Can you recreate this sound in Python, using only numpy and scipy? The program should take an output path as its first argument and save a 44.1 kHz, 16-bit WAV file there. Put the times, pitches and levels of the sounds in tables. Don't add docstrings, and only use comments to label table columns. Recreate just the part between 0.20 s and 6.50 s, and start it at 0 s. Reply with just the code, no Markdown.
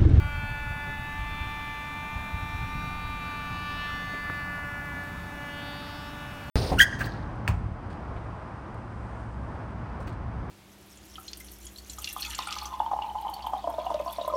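import sys
import numpy as np
from scipy import signal
from scipy.fft import rfft, irfft
from scipy.io import wavfile
from scipy.ndimage import uniform_filter1d

SR = 44100
rng = np.random.default_rng(int(sys.argv[2]) if len(sys.argv) > 2 else 0)


def transcribe(u):
    v = np.clip(np.atleast_2d(u).T, -1, 1)
    q = np.round(v * 32767).astype(np.int16)
    wavfile.write(sys.argv[1], SR, q)


N = 277830
TIME = np.arange(N) / SR


def gain_of(db):
    return 10 ** (np.asarray(db) / 20)


def unit_rms(x):
    return x / np.sqrt(np.mean(x ** 2) + 1e-20)


def curves(rows, at=TIME):
    points, *columns = np.transpose(rows)
    return [np.interp(at, points, column) for column in columns]


def bell(centre_s, half_width_s):
    return np.exp(-((TIME - centre_s) / half_width_s) ** 2)


def wander(top_hz):
    hz = np.fft.rfftfreq(N, 1 / SR)
    return unit_rms(irfft(rfft(rng.standard_normal(N)) * hz / (hz + 1) / (1 + (hz / top_hz) ** 4), N))


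def noise(spectrum, patchy_db=0, tilt=None):
    size, hop = 2048, 512
    frames, hz = N // hop + 5, np.fft.rfftfreq(size, 1 / SR) + 1
    real, imag, patches = rng.standard_normal((3, frames, len(hz)))
    patches = unit_rms(uniform_filter1d(uniform_filter1d(patches, size=10, axis=0), size=18, axis=1))
    points_hz, db = np.transpose(spectrum)
    shape_db = np.interp(np.log(hz), np.log(points_hz), db) + patchy_db * patches
    if tilt is not None:
        shape_db += tilt[np.minimum(np.arange(frames) * hop, N - 1), None] * np.log2(hz / 1000)
    spectra = (real + 1j * imag) * gain_of(shape_db)
    return unit_rms(signal.istft(spectra.T, nperseg=size, noverlap=size - hop)[1][:N])


# start in seconds, length in seconds,
# opening and closing centre in Hz, half width in octaves, boost or cut in dB.
COLOUR_LOBES = [(-.5, 1.5, 1450, 1450, 0.096, 5), (-.4, 4.02, 3190, 4340, 0.12, 9.5),
                (-.4, 1.08, 1750, 1750, 0.11, -3.5), (-.2, 1.07, 2720, 2420, 0.097, 6.5),
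                (-.15, 0.52, 3220, 3200, 0.065, 6.5), (-.1, 0.93, 4480, 4740, 0.097, 15),
                (1, .85, 4700, 4850, .05, 6), (1.75, 1.3, 2680, 2680, 0.071, -2.5),
                (2.2, 0.6, 5606, 5755, 0.12, 8.5), (2.35, 0.63, 4400, 4430, .05, 4.5),
                (2.65, 0.7, 3300, 3270, 0.071, 9), (3.3, .6, 4700, 5600, 0.15, 5.5),
                (3.3, 0.65, 6500, 6500, .08, 1), (3.35, 0.93, 1460, 1450, 0.11, -3),
                (3.55, .45, 3480, 3700, 0.099, 4.5), (3.699, 1.7, 3300, 3220, .08, -7),
                (3.8, 0.9, 4060, 6020, 0.15, 13), (4.77, 0.46, 2140, 2250, .14, -13),
                (5.1, 0.91, 2700, 5600, 0.2, 4.5), (5.127, 0.3, 2850, 3030, 0.17, 9),
                (5.268, 0.66, 4220, 5300, .18, 14.5), (5.62, .7, 5100, 5200, .09, 9.5),
                (.12, .35, 4080, 4080, 0.046, 7), (.35, 0.44, 3750, 3780, 0.082, 8),
                (0.683, .3, 2330, 2330, 0.072, -2), (3.7, .55, 4100, 4100, .05, 1),
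                (4.2, 0.64, 1450, 1450, .1, 2.5), (5.85, .5, 3800, 4180, .1, 2),
                (.7, 0.62, 2630, 2630, .08, 6.5), (.85, 1.6, 4120, 4130, .05, 3.5),
                (1.15, 1.5, 4420, 4420, .05, -12), (3.1, .8, 4990, 4990, .05, 3),
                (5.85, .7, 3200, 3520, .1, -6), (5.1, 3.1, 290, 290, .3, 3)]

def lobe_db(harmonic_hz):
    lift_db = np.zeros(N)
    for start, length, from_hz, to_hz, octaves, db in COLOUR_LOBES:
        during = slice(*np.searchsorted(TIME, [start, start + length]))
        progress = (TIME[during] - start) / length
        centre_hz = from_hz * (to_hz / from_hz) ** progress
        off_centre = np.log2(harmonic_hz[during] / centre_hz) / octaves
        arch = np.sqrt(abs(np.sin(np.pi * progress)))
        lift_db[during] += db * arch * np.exp(-off_centre ** 2)
    return lift_db


# time in seconds, firing rate in Hz.
FIRING_RATE = [(0.0, 291.0), (0.76, 290.6), (1.01, 293.3), (1.34, 294.4), (1.45, 293.1), (1.81, 294.8),
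               (1.97, 296.5), (2.27, 295.2), (2.74, 297.6), (3.33, 293.3), (3.74, 293.0), (4.07, 292.0),
               (4.74, 288.6), (4.97, 290.9), (5.24, 288.8), (5.66, 291.2), (5.91, 292.8), (6.3, 290.3)]
# harmonic number, base level in dB.
HARMONICS = [(1.0, -63), (2.0, -54.5), (3.0, -47), (4.0, -45), (5.0, -54.5), (6.0, -49), (7.0, -54),
             (8.0, -50.5), (9.0, -57), (10.0, -60.5), (11.0, -66.5), (12.0, -65), (13.0, -66),
             (14.0, -74.5), (15.0, -71.5), (16.0, -73.5), (17.0, -82.2), (18.0, -78.5), (19.0, -75),
             (20.0, -80), (21.0, -84), (22.0, -75.5), (23.0, -79.5), (24.0, -91)]
BAND_CENTRES = [3, 6, 14, 21]
# time in seconds, then drone, snarl, rasp, fizz in relative dB.
TURNING_COLOUR = [(0.0, -3.5, 1.5, -1, -3), (0.2, -3.5, 6, -2.5, -7), (0.66, -3, 9, -7.5, -2),
                  (0.95, -2, 3, -0.5, -1), (1.23, -2.5, 2.5, 4.5, 0), (1.55, -3, 3, 1.5, 3.5),
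                  (2.05, -2, 3, 0, 1.5), (2.4, -2.4, 2, 2.5, -0.5), (2.78, -3, -2.5, 2.5, -2),
                  (3.3, -2, 0.5, 7, 3), (3.62, -4.5, 4, 13.5, 1), (3.87, -2.5, 1.3, 5, 4.5),
                  (4.47, 3.5, 5, -1.5, -11), (4.8, 2, 2, -1, 2), (5.04, -1.5, -3, 1.5, -4),
                  (5.25, 4.5, -0.5, -7, 5), (5.47, 7, 0.5, 7, -4), (5.75, 3, -4.5, 6, -4),
                  (6.04, 3.5, -0.5, 2.5, -1), (6.3, 2.5, -9, 5.5, -7)]
# time in seconds, first and second delay in ms.
ECHO_DELAYS = [(0.0, 1.51, 1.34), (0.3, 1.39, 1.174), (0.65, 1.44, 1.16), (1.05, 1.17, 0.96),
               (1.16, 1.17, 0.92), (1.5, 1.174, 0.94), (1.94, 1.176, 0.88), (2.2, 1.15, 0.87),
               (2.49, 1.15, 0.88), (2.57, 0.86, 0.8), (3.04, 0.83, 0.77), (3.52, 0.8, 0.67),
               (3.84, 0.64, 0.62), (4.05, 0.58, 0.61), (4.27, 0.47, 0.638), (4.55, 0.4, 0.62),
               (4.85, 0.42, 0.58), (5.11, 0.38, 0.54), (5.25, 0.41, 0.58), (5.41, 0.37, 0.62),
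               (5.85, 0.29, 0.63), (6.3, 0.4, 0.65)]
# frequency in Hz, gain of first and second echo.
ECHO_GAINS = [(586, 0.0, 0.95), (1106, 0.84, 0.44), (1480, 0.34, 0.99), (1800, 1.0, 0.97),
              (2180, 0.41, 0.99), (2650, 0.08, 0.44), (3490, 0.32, 0.48), (4400, 0.45, 0.023),
              (5200.0, 0.25, 0.046), (6460.0, 0.23, 0.014)]

def engine(smear_radians=0.81, twinkle_db=0.8, flutter_db=0.3, bright_db=0.7, jitter=0.001):
    firing_hz = curves(FIRING_RATE)[0] * (1 + jitter * wander(top_hz=20))
    turns = np.cumsum(firing_hz) / SR
    lags_in_turns = [firing_hz * ms / 1000 for ms in curves(ECHO_DELAYS)]
    drone, snarl, rasp, fizz = curves(TURNING_COLOUR)
    bands_db = np.array([drone, snarl, rasp + bright_db, fizz + bright_db])
    eddies = wander(top_hz=13)
    buzz = np.zeros(N)
    for order, (_, db) in enumerate(HARMONICS, 1):
        shares = [np.interp(np.log(order), np.log(BAND_CENTRES), row) for row in np.eye(len(bands_db))]
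        colour_db = np.dot(shares, bands_db) + lobe_db(order * firing_hz)
        eddy_db = np.sqrt(order / 6) * twinkle_db * np.roll(eddies, rng.integers(N))
        phase = 2 * np.pi * order * turns + smear_radians * rng.standard_normal()
        echo_gains = curves(ECHO_GAINS, at=order * firing_hz.mean())
        echoes = sum(gain * np.sin(phase - 2 * np.pi * order * lag)
                     for gain, lag in zip(echo_gains, lags_in_turns))
        buzz += np.sqrt(2) * gain_of(db + colour_db + eddy_db) * (np.sin(phase) + echoes)
    return buzz * gain_of(flutter_db * wander(top_hz=12))


def gust(centre_s, db, half_width_s, pitch_hz, octaves=0.7):
    hz = np.fft.rfftfreq(N, 1 / SR) + 1
    band = np.exp(-(np.log2(hz / pitch_hz) / octaves) ** 2 / 2)
    swings = irfft(rfft(rng.standard_normal(N)) * band, N)
    swell = bell(centre_s, half_width_s)
    return gain_of(db) * unit_rms(swings * swell) * np.sqrt(np.mean(swell ** 2))


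# frequency in Hz, relative level in dB.
BREEZE_TONE = [(12, -3), (25, 1), (40, 10.5), (80, 1), (120, -1.5), (180, -15.5), (300, -27), (600, -53),
               (1500, -80)]
# time in seconds, level in dB.
BREEZE_LEVEL = [(0, -35.5), (.55, -40), (.64, -44), (1.25, -41.5), (1.75, -52), (2.3, -42.5), (2.95, -39.5),
                (3.1, -49), (3.8, -46.5), (4.1, -49), (5.3, -61), (6.3, -52)]
# centre in seconds, relative level in dB, half width in seconds,
# pitch in Hz.
GUST_HITS = [(0.022, -29, 0.013, 80), (0.06, -23, 0.018, 55), (0.145, -32, 0.013, 65),
             (0.19, -30, 0.019, 61.7), (0.239, -31, 0.019, 91), (0.318, -33, 0.033, 83),
             (0.424, -31, 0.018, 53), (0.481, -30.5, 0.012, 75), (0.513, -26.5, 0.013, 73.5),
             (0.575, -35.5, 0.014, 75), (0.69, -34.5, 0.02, 80), (0.798, -32.5, 0.025, 72.5),
             (1.022, -33.5, 0.055, 55), (1.114, -34, 0.025, 68), (1.216, -33, 0.026, 56),
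             (1.276, -36.0, 0.016, 61), (1.375, -47, 0.013, 61), (1.964, -28.5, 0.02, 71),
             (2.017, -36.0, 0.018, 47), (2.157, -29, 0.022, 71), (2.24, -31.0, 0.02, 58),
             (2.358, -34.5, 0.028, 66), (2.425, -30.5, 0.035, 70), (2.57, -30.5, 0.025, 86),
             (2.657, -34.5, 0.032, 99), (2.754, -42, 0.014, 71), (2.857, -34.5, 0.021, 63),
             (3.323, -35, 0.022, 102)]

def wind(lumpy_db=0.5, gust_trim_db=-1.5):
    eddies = noise(BREEZE_TONE)
    local_power = uniform_filter1d(eddies ** 2, size=1500)
    compressed = unit_rms(eddies / np.sqrt(local_power + 0.07))
    breeze = gain_of(curves(BREEZE_LEVEL)[0] + lumpy_db * wander(top_hz=16)) * compressed
    return breeze + gain_of(gust_trim_db) * sum(gust(*row) for row in GUST_HITS)


# frequency in Hz, relative level in dB.
RUMBLE_TONE = [(20, -31), (40, -8), (60, 4), (130, 4.5), (210, -2), (290, -2), (350, -10.5), (500, -14.5),
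               (1000, -37)]
WASH_TONE = [(200, 0.5), (400, -8.5), (520, -7.5), (760, 2.5), (1100, -0.5), (1550, 0), (1900, -6.5),
             (2200, -9), (2700, -14.5), (3100, -22), (4200, -41), (7000, -33.5), (16000, -65)]
# time in seconds, level in dB, brightness in dB per octave.
WASH_MOTION = [(0, -46, 0.5), (1, -46.5, 1.5), (2, -45.5, -0.5), (3, -45.5, 0), (3.6, -45, -0.5),
               (4.2, -44.5, 0.5), (4.7, -44, 0), (5.1, -44, -0.5), (5.5, -45, 0.5), (6.3, -45.5, 0.5)]

def open_air(rumble_db=-46, growth_db_per_s=0.46):
    wash_db, tilt = curves(WASH_MOTION)
    rumble = gain_of(rumble_db + growth_db_per_s * TIME) * noise(RUMBLE_TONE)
    return gain_of(wash_db) * noise(WASH_TONE, patchy_db=1, tilt=tilt) + rumble


# time in seconds, band level in dB, treble level in dB.
SIZZLE_AND_HISS_LEVELS = [(0, -56, -69.5), (.55, -54.5, -68.5), (.75, -55, -61), (1.1, -51.5, -65),
                          (1.5, -52, -62), (2.1, -55, -62.5), (2.7, -53.5, -67), (3.4, -53.5, -60),
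                          (3.75, -55, -63), (4.2, -56, -70), (4.7, -63, -64.5), (5.3, -61.5, -61),
                          (6.3, -58.5, -62)]

def sizzle():
    band = [(1900, -55), (2250, -2.5), (2480, 11), (2700, 5.5), (2950, 0), (3600, -55), (8000, -77)]
    treble = [(2400, -42), (3000, -2.5), (3500, 3.5), (4200, -4.5), (5200, -11), (7000, -17),
              (12000, -57)]
    band_db, treble_db = curves(SIZZLE_AND_HISS_LEVELS)
    return gain_of(band_db) * noise(band) + gain_of(treble_db) * noise(treble, patchy_db=1.5)


# pitch in Hz, base level in dB.
HUM_TONES = [(59, -55.5), (89, -53.5), (178, -53.5), (267, -61.5)]
# time in seconds, gain in dB.
HUM_FADER = [(0, -6), (1.6, 0), (2.2, 4), (3.2, 6), (4.2, 1.5), (5, 4.5), (6.3, -8)]

def hum(pitch_waver=0.009, unsteady_db=2.5):
    clock = np.cumsum(1 + pitch_waver * wander(top_hz=18)) / SR
    tones = np.zeros(N)
    for hz, db in HUM_TONES:
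        tremble = gain_of(unsteady_db * np.tanh(wander(top_hz=18)))
        tones += gain_of(db) * unit_rms(np.sin(2 * np.pi * hz * clock) * tremble)
    return gain_of(curves(HUM_FADER)[0]) * tones


# centre in seconds, level in dB, half width in seconds.
BUMP_HITS = [(0.696, -47.5, 0.035), (3.948, -40.5, 0.013), (4.102, -37, 0.0054)]

def bumps():
    thud = noise([(60, 0), (180, 4), (450, 0), (750, -7), (1300, -22), (3000, -45)])
    return thud * sum(gain_of(db) * bell(centre_s, width) for centre_s, db, width in BUMP_HITS)


# centre in seconds, peak in dB, ring in Hz, half width in seconds.
TICK_HITS = [(3.946, -33, 2500, .0005), (4.0997, -18, 1220, .00033)]

def ticks():
    taps = np.zeros(N)
    for centre_s, db, hz, half_width_s in TICK_HITS:
        ring = -np.cos(2 * np.pi * hz * (TIME - centre_s))
        taps += gain_of(db) * bell(centre_s, half_width_s) * ring
    return taps


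def scene():
    return (engine() + wind() + open_air() + sizzle() + hum() + bumps() + ticks())[None]


# frequency in Hz, relative level in dB.
MIC_HISS_TONE = [(300, -0.044), (5000, 0.47), (11000, -0.35), (15500, 0.24)]

def record(dry, hiss_db=-58.5, cutoff_hz=15800):
    heard = dry + gain_of(hiss_db) * noise(MIC_HISS_TONE, patchy_db=1)
    low_pass = signal.firwin(1023, cutoff_hz, window=("kaiser", 9), fs=SR)
    return signal.oaconvolve(heard, low_pass[None], "same")


dry = scene()
out = record(dry)
transcribe(out)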